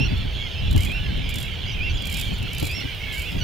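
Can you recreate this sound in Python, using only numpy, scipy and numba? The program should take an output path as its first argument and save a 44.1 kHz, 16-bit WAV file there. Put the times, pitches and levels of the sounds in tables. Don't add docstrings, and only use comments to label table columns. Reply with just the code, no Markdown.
import sys
import numpy as np
from scipy import signal
from scipy.io import wavfile
from scipy.ndimage import uniform_filter1d
from numba import njit

SR = 44100
rng = np.random.default_rng(int(sys.argv[2]) if len(sys.argv) > 2 else 0)


def materialize(psi):
    bounded = np.clip(np.atleast_2d(psi).T, -1, 1)
    quanta = np.round(bounded * 32767).astype(np.int16)
    wavfile.write(sys.argv[1], SR, quanta)


def natural_amplitude(level_db):
    exponent = np.asarray(level_db, float) / 20
    return 10 ** exponent


N = 151263

# (start [s], top [s], end [s], level [dB], octave level [dB])
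WHISTLE_EVENTS = [
    (-.05, 0.022, .05, -29, -40),
    (0.903, 0.957, .99, -34, -52),
    (1.804, 1.858, 1.895, -32.5, -55),
    (2.692, 2.766, 2.805, -41, -37.5),
    (3.258, 3.288, 3.305, -37, -60),
]
# (start [s], length [s], pitch [Hz], level [dB])
BREAK_EVENTS = [
    (0.047, 0.029, 1442, -42.5),
    (1.893, 0.026, 1486, -48.5),
    (2.806, 0.0213, 1420, -44.5),
    (3.409, 0.045, 1470, -41),
]
BREAK_PARTIALS_DB = [-2.5, 9, 4, 0.5]
# (start [s], length [s], first pitch [Hz], last pitch [Hz], level [dB])
PIPE_EVENTS = [(.39, .095, 2200, 2080, -45), (.55, .15, 2600, 2650, -46), (.8, .035, 2050, 2330, -44),
               (.832, .035, 2330, 2050, -44), (.16, .06, 4300, 4250, -52), (.515, .04, 5250, 5100, -57),
               (1.22, .09, 2400, 2200, -47), (1.31, .05, 2330, 2300, -46), (1.43, .065, 2750, 2300, -45),
               (1.86, .05, 2050, 2400, -44), (2.14, .06, 2400, 2250, -43), (2.22, .095, 2250, 2280, -45),
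               (2.5, .08, 2200, 2350, -46), (1.0, .12, 1700, 1560, -52), (3.06, .14, 1720, 1520, -52),
               (1.035, .025, 5150, 5050, -58), (1.06, .03, 5100, 4900, -57), (1.24, .035, 5150, 4950, -57),
               (3.14, .085, 2150, 2230, -40), (2.155, .037, 5300, 4900, -52), (2.115, .04, 4950, 5350, -57),
               (.575, .04, 5150, 4800, -54), (1.735, .045, 2450, 2450, -46), (2.69, .058, 2380, 2620, -41),
               (3.305, .032, 5300, 5100, -55), (2.0, .06, 3450, 3150, -43), (2.42, .06, 2600, 2600, -44),
               (2.855, .09, 2350, 2200, -46), (2.715, .03, 7300, 7800, -59), (.515, .04, 4600, 4300, -55),
               (3.225, .04, 2250, 2500, -45), (2.83, .04, 5500, 4900, -58), (1.9, .035, 6100, 6300, -61)]
# (start [s], length [s], pitch [Hz], trill rate [1/s], level [dB])
TRILL_EVENTS = [(.34, .15, 3280, 110, -37), (.74, .12, 3100, 90, -40), (.86, .05, 2450, 65, -37),
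                (1.62, .13, 3200, 80, -39), (1.782, .032, 2480, 70, -36), (1.95, .06, 3400, 100, -41),
                (2.1, .24, 3250, 95, -38), (2.03, .11, 2350, 55, -40), (2.55, .07, 3100, 90, -41),
                (2.61, .07, 2400, 60, -41), (2.74, .11, 2150, 75, -41), (3.0, .145, 2200, 62, -39),
                (1.28, .12, 3100, 90, -45), (.775, .03, 2150, 70, -41), (.76, .04, 2850, 75, -39),
                (1.08, .22, 3600, 120, -46), (.94, .08, 1520, 70, -50), (1.66, .08, 2300, 70, -42),
                (1.66, .07, 4900, 65, -47), (1.68, .075, 5850, 55, -53), (2.555, .07, 4800, 85, -49),
                (2.565, .055, 6100, 85, -53), (3.38, .03, 4700, 90, -49), (3.385, .025, 6300, 90, -52),
                (3.09, .1, 3150, 80, -40), (2.8, .09, 3500, 110, -44), (1.65, .07, 6600, 70, -60),
                (.3, .25, 6600, 110, -62), (.42, .09, 5000, 70, -55), (3.0, .04, 5600, 90, -56)]
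# (start [s], length [s], level [dB], drop [Hz])
SQUEAK_EVENTS = [
    (1.938, .047, -52, 1700),
    (2.328, .044, -53, 1700),
    (2.247, .018, -55, 0),
    (2.279, .016, -56, 0),
    (1.535, .02, -59, 0),
]
# (pitch [Hz], pitch spread [share], level [dB])
CHORUS_GROUPS = [(2335, 0.061, -45), (2850, .07, -40), (3278, 0.057, -39), (1591, 0.076, -53.5),
                 (4083, 0.1, -47), (5130, .08, -58)]
# (time [s], level [dB])
GUST_LEVELS = [(0, -22.5), (.3, -30.5), (.55, -32.5), (.72, -21.5), (.98, -29.5), (1.18, -25), (1.32, -31),
               (1.65, -33.5), (1.8, -28.5), (2.1, -29.5), (2.4, -30), (2.95, -37), (3.3, -33),
               (3.43, -26.5)]
# (frequency [Hz], density [dB per Hz])
WIND_SPECTRUM = [(12, -33), (20, -2), (59, 2.5), (108, -1), (177, -12.5), (375, -21.5), (900, -58),
                 (1170, -62), (1980, -120)]
# (time [s], level [dB])
THUMP_EVENTS = [(.01, 9), (0.128, 8), (.26, 3.5), (.6, -2), (0.765, 9.5), (0.901, 5.5), (1.378, 4),
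                (1.695, 3.5), (2.16, 3.5), (2.324, 9.5), (2.441, 5), (2.632, 18), (2.78, 10.5),
                (2.85, 10.5), (3.357, 12.5)]
# (frequency [Hz], density [dB per Hz])
WATER_SPECTRUM = [(350, -13), (800, -18.5), (1200, -25), (3000, -14), (6000, -39.5), (8200, -45),
                  (12500, -38), (15700, -38)]
# (time [s], level [dB])
FRAME_EVENTS = [
    (0.761, -31),
    (0.832, -29.5),
    (1.3397, -31.5),
    (1.4107, -35),
    (2.0534, -32),
    (2.1248, -29.5),
    (2.1958, -28),
    (2.582, -29),
    (2.652, -29),
]
# (delay [s], level [dB], ring [s])
FRAME_CLICKS = [
    (0, 3.5, 0.0023),
    (0.0154, -0.5, 0.0041),
    (0.043, -3, 0.0049),
    (0.047, -20, 0.0036),
    (0.0567, -13, 0.0037),
    (0.061, -7, 0.0044),
]
# (time [s], level [dB])
SINGLE_CLICKS = [(0.7088, -35), (0.727, -36), (0.915, -44), (1.1732, -49), (1.29, -33), (1.3, -41),
                 (1.452, -50), (1.308, -42), (2.0197, -37), (2.338, -47), (2.381, -42), (2.4259, -39.5),
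                 (.175, -47), (.655, -56), (2.5307, -33), (2.547, -35), (2.711, -37), (2.8005, -45),
                 (2.9457, -45.5)]
# (time [s], level [dB])
FAR_CAMERA_CLICKS = [(3.1423, -39), (3.1787, -37), (3.1931, -36), (3.2181, -36), (3.315, -46)]
# (start [s], level [dB], fade [s])
FAR_CAMERA_WHIRR = (3.12, -46, .14)
# (frequency [Hz], width [Hz], level [dB])
BODY_MODES = [(4800, 1600, 7), (7250, 940, 7), (9870, 6000, 3), (11730, 1100, -0.5), (14300, 1800, -17)]

LOW_HZ, TOP_HZ, RISE_S, SAG_HZ, SAG_S = 2382, 2758, .055, 142, .0407
PIPES_DB, PIPE_OCTAVE_DB, PIPE_ARCH_HZ = 4.5, -24, 90
SQUEAK_HZ, SQUEAK_HOLD_SHARE = 7050, .5
ARCH_SHARE, ROUGH_SHARE, TRILL_OCTAVE_DB, BEAT_SHARP = .06, .016, -25, .8
CRY_S, TRILL_HZ = .08, 95
BIRD_PAN_DB, BANK_T60_S, BANK_DB = -7, .35, -14
PORT_LAG_S, WIND_APART, WIND_PAN_DB = .0011, .34, -.5
THUMP_S, TILT_DB_PER_OCTAVE, POP_DB = .022, .6, 20.5
WIND_DB, WATER_DB, HISS_RISE_DB = -24.5, -40, 5.5
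MOTOR_DB, MOTOR_FADE_S, CLICK_S, CAMERA_PAN_DB = -19.5, .07, .0045, -4.5


@njit
def svf(x, hz, width):
    y, b, l = np.empty(len(x)), 0., 0.
    g, k = np.tan(np.pi * hz / SR), width / hz
    for i in range(len(x)):
        v = (b + g * (x[i] - l)) / (1 + g * (g + k))
        b, l, y[i] = 2 * v - b, l + 2 * g * v, k * v
    return y


def noise_band(x, hz, width_hz):
    return svf(svf(x, hz, width_hz), hz, width_hz)


def level(x, db):
    return x * natural_amplitude(db) / np.sqrt(np.mean(x ** 2))


def walk(rate, n=N):
    hold = max(int(SR / rate), 1)
    steps = np.repeat(rng.standard_normal(n // hold + 1), hold)
    return 1.367 * uniform_filter1d(uniform_filter1d(steps, hold), hold)[:n]


def colour(table, hz):
    table_hz, table_db = np.array(table).T
    return np.interp(np.log(hz), np.log(table_hz), table_db)


def pan(db):
    return natural_amplitude(np.array([[db / 2], [-db / 2]]))


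def add(out, start, x):
    i = int(start * SR)
    a, b = max(i, 0), min(i + x.shape[-1], N)
    if b > a:
        out[..., a:b] += x[..., a - i:b - i]


def note(length, hz, partials, edge=.067, rough=.0059):
    u = np.linspace(0, 1, int(length * SR))
    pitch = hz(u) * (1 + rough * walk(500, len(u)))
    phase = 2 * np.pi * np.cumsum(pitch) / SR + 7 * rng.random()
    tone = sum(g * np.sin((k + 1) * phase) for k, g in enumerate(partials))
    ends = np.clip(np.minimum(u, 1 - u) / edge, 0, 1) ** .67
    return np.sqrt(2) * tone * ends, u


def trill(length, hz, rate, db, depth=.93):
    tone, u = note(length, lambda u: hz * (1 + ARCH_SHARE * (np.sin(np.pi * u) - .6 - .4 * u)),
                   [1, natural_amplitude(TRILL_OCTAVE_DB)], edge=.069, rough=ROUGH_SHARE * depth)
    beat = np.cumsum(rate * (1 + .326 * walk(60, len(u)))) / SR + rng.random()
    chop = 1 - depth * np.abs(np.cos(np.pi * beat)) ** BEAT_SHARP
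    return natural_amplitude(db) * tone * chop * (1 + 1.3 * depth)


def chorus(count=100):
    out = 0
    for hz, spread, db in CHORUS_GROUPS:
        group = np.zeros((2, N))
        for k, c in enumerate(rng.standard_normal((count, 6))):
            pitch = hz * (1 + spread * np.clip(c[1], -2, 2))
            rate = TRILL_HZ * (pitch / 3200) ** 1.6
            depth = np.clip(1 + .35 * c[2], .35, 1)
            cry = trill(CRY_S * np.exp(.3 * c[0]), pitch, rate, 2 * c[3], depth)
            start = (k + .3 * c[4]) * (N / SR + .19) / count - .2
            add(group, start, cry * pan(BIRD_PAN_DB + 2.9 * c[5]))
        out = out + level(group, db)
    return out


def whistles():
    out = np.zeros(N)
    for s, top, end, db, octave_db in WHISTLE_EVENTS:
        from_top = np.linspace(s - top, end - top, int((end - s) * SR))
        up = np.cos(np.pi / 2 * np.clip(-from_top / RISE_S, 0, 1)) ** 2
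        sag = np.sin(np.pi / 2 * np.clip(from_top / SAG_S, 0, 1)) ** 2
        bend = LOW_HZ + (TOP_HZ - LOW_HZ) * up - SAG_HZ * sag
        partials = [natural_amplitude(db + .93 * (3 - up)), natural_amplitude(octave_db - 5.5 * (1 - up))]
        add(out, s, note(end - s, lambda u: bend, partials, edge=.046)[0])
    return out


def bank(x):
    t = np.arange(int(.5 * SR)) / SR
    tail = rng.standard_normal((2, len(t))) * np.exp(-np.log(1000) * t / BANK_T60_S) * (t > .004)
    tail = tail / np.sqrt(np.sum(tail ** 2, axis=1, keepdims=True))
    return x + natural_amplitude(BANK_DB) * signal.fftconvolve(x, tail, axes=1)[:, :N]


def wind():
    t = np.arange(N) / SR
    gust = np.interp(t, *np.array(GUST_LEVELS).T)
    effort = sum(db * np.exp(-((t - s) / THUMP_S) ** 2) for s, db in THUMP_EVENTS)
    slap = np.zeros(N)
    slap_at = [int((s - .004) * SR) for s, db in THUMP_EVENTS]
    slap[slap_at] = natural_amplitude(POP_DB) * rng.choice([-1, 1], len(THUMP_EVENTS))
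    out = 0
    for hz in 22 * 2 ** np.arange(0, 5.1, .5):
        octave = np.log2(hz / 60)
        shared = noise_band(rng.standard_normal(N) + slap, hz, hz / 2)
        apart = WIND_APART * noise_band(rng.standard_normal(N), hz, hz / 2)
        reach = np.clip(.066 + TILT_DB_PER_OCTAVE * octave, 0, 1.3)
        db = colour(WIND_SPECTRUM, hz) + gust + effort * reach + 1.98 * walk(29.75)
        late = np.roll(shared, int(PORT_LAG_S * SR))
        ports = np.array([shared + apart, late - apart])
        out = out + natural_amplitude(db) * ports * pan(WIND_PAN_DB + 1.6 * octave)
    return level(out, WIND_DB)


def water():
    swell = np.clip(np.arange(N) / SR - 1.7, 0, 1)
    out = 0
    for hz in 385 * 2 ** np.arange(0, 5.4, 1 / 3):
        mid, side = (noise_band(rng.standard_normal(N), hz, hz / 3) for _ in range(2))
        rise = HISS_RISE_DB * np.clip(hz / 3000 - 1, 0, 1) * swell
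        db = colour(WATER_SPECTRUM, hz) + .64 * walk(5.62) + rise
        out = out + natural_amplitude(db) * (mid + .5 * side * np.array([[1], [-1]]))
    return level(out, WATER_DB) * pan(-2.1)


def voice_breaks():
    out = np.zeros(N)
    for s, d, hz, db in BREAK_EVENTS:
        tone, u = note(d, lambda u: hz * (1 + .0286 * np.sin(np.pi * u) - .0566 * u),
                       natural_amplitude(db + np.array(BREAK_PARTIALS_DB)), edge=.11, rough=.0027)
        add(out, s, tone * (1 - .5 * np.sin(2 * np.pi * u) ** 8))
    return out


def pipes():
    out = np.zeros(N)
    for s, d, first, last, db in PIPE_EVENTS:
        tone, _ = note(d, lambda u: first + (last - first) * u + PIPE_ARCH_HZ * np.sin(np.pi * u) ** 2,
                       [natural_amplitude(db), natural_amplitude(db + PIPE_OCTAVE_DB)])
        add(out, s, tone * natural_amplitude(PIPES_DB))
    return out


def rattle(ring, rise=.0026):
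    t = np.arange(int(.3 * SR)) / SR
    return np.exp(-t / ring) * np.minimum(t / rise, 1)


def camera():
    near, far = np.zeros(N), np.zeros(N)
    for (s, db), after in zip(FRAME_EVENTS, FRAME_EVENTS[1:] + FRAME_EVENTS[:1]):
        burst_goes_on = 0 < after[0] - s < .1
        for late, rel_db, ring in FRAME_CLICKS if burst_goes_on else FRAME_CLICKS[:2]:
            add(near, s + late, natural_amplitude(db + rel_db) * rattle(ring))
        add(near, s, natural_amplitude(db + MOTOR_DB) * rattle(MOTOR_FADE_S, .015))
    for s, db in SINGLE_CLICKS:
        add(near, s, natural_amplitude(db) * rattle(CLICK_S))
    for s, db in FAR_CAMERA_CLICKS:
        add(far, s, natural_amplitude(db) * rattle(CLICK_S))
    whirr_s, whirr_db, fade = FAR_CAMERA_WHIRR
    add(far, whirr_s, natural_amplitude(whirr_db) * rattle(fade, .0035))
    grit = rng.standard_normal(N) * natural_amplitude(walk(900)) + .4 * rng.standard_normal((2, N))
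    struck = (near * pan(CAMERA_PAN_DB) + far) * grit
    return np.array([sum(natural_amplitude(db) * svf(x, 1. * hz, 1. * w) for hz, w, db in BODY_MODES) for x in struck])


def trills():
    out = np.zeros(N)
    for s, d, hz, rate, db in TRILL_EVENTS:
        add(out, s, trill(d, hz, rate, db))
    return out


def squeaks():
    out = np.zeros(N)
    for s, d, db, drop_hz in SQUEAK_EVENTS:
        def pitch(u):
            fall = np.clip(u - SQUEAK_HOLD_SHARE, 0, 1) / (1 - SQUEAK_HOLD_SHARE)
            return SQUEAK_HZ - drop_hz * fall ** 1.4
        add(out, s, note(d, pitch, [natural_amplitude(db)], rough=.002)[0])
    return out


def scene():
    near_birds = whistles() + voice_breaks() + pipes() + trills() + squeaks()
    birds = chorus() + near_birds * pan(BIRD_PAN_DB)
    return bank(birds) + wind() + water() + camera()


def top_cut(x):
    return signal.sosfilt(signal.butter(12, 15750, fs=SR, output="sos"), x)


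def record(dry):
    low_pass = signal.ellip(8, .2, 60, 15700, fs=SR, output="sos")
    mix = signal.sosfilt(low_pass, dry)
    return top_cut(mix)


dry = scene()
out = record(dry)
materialize(out)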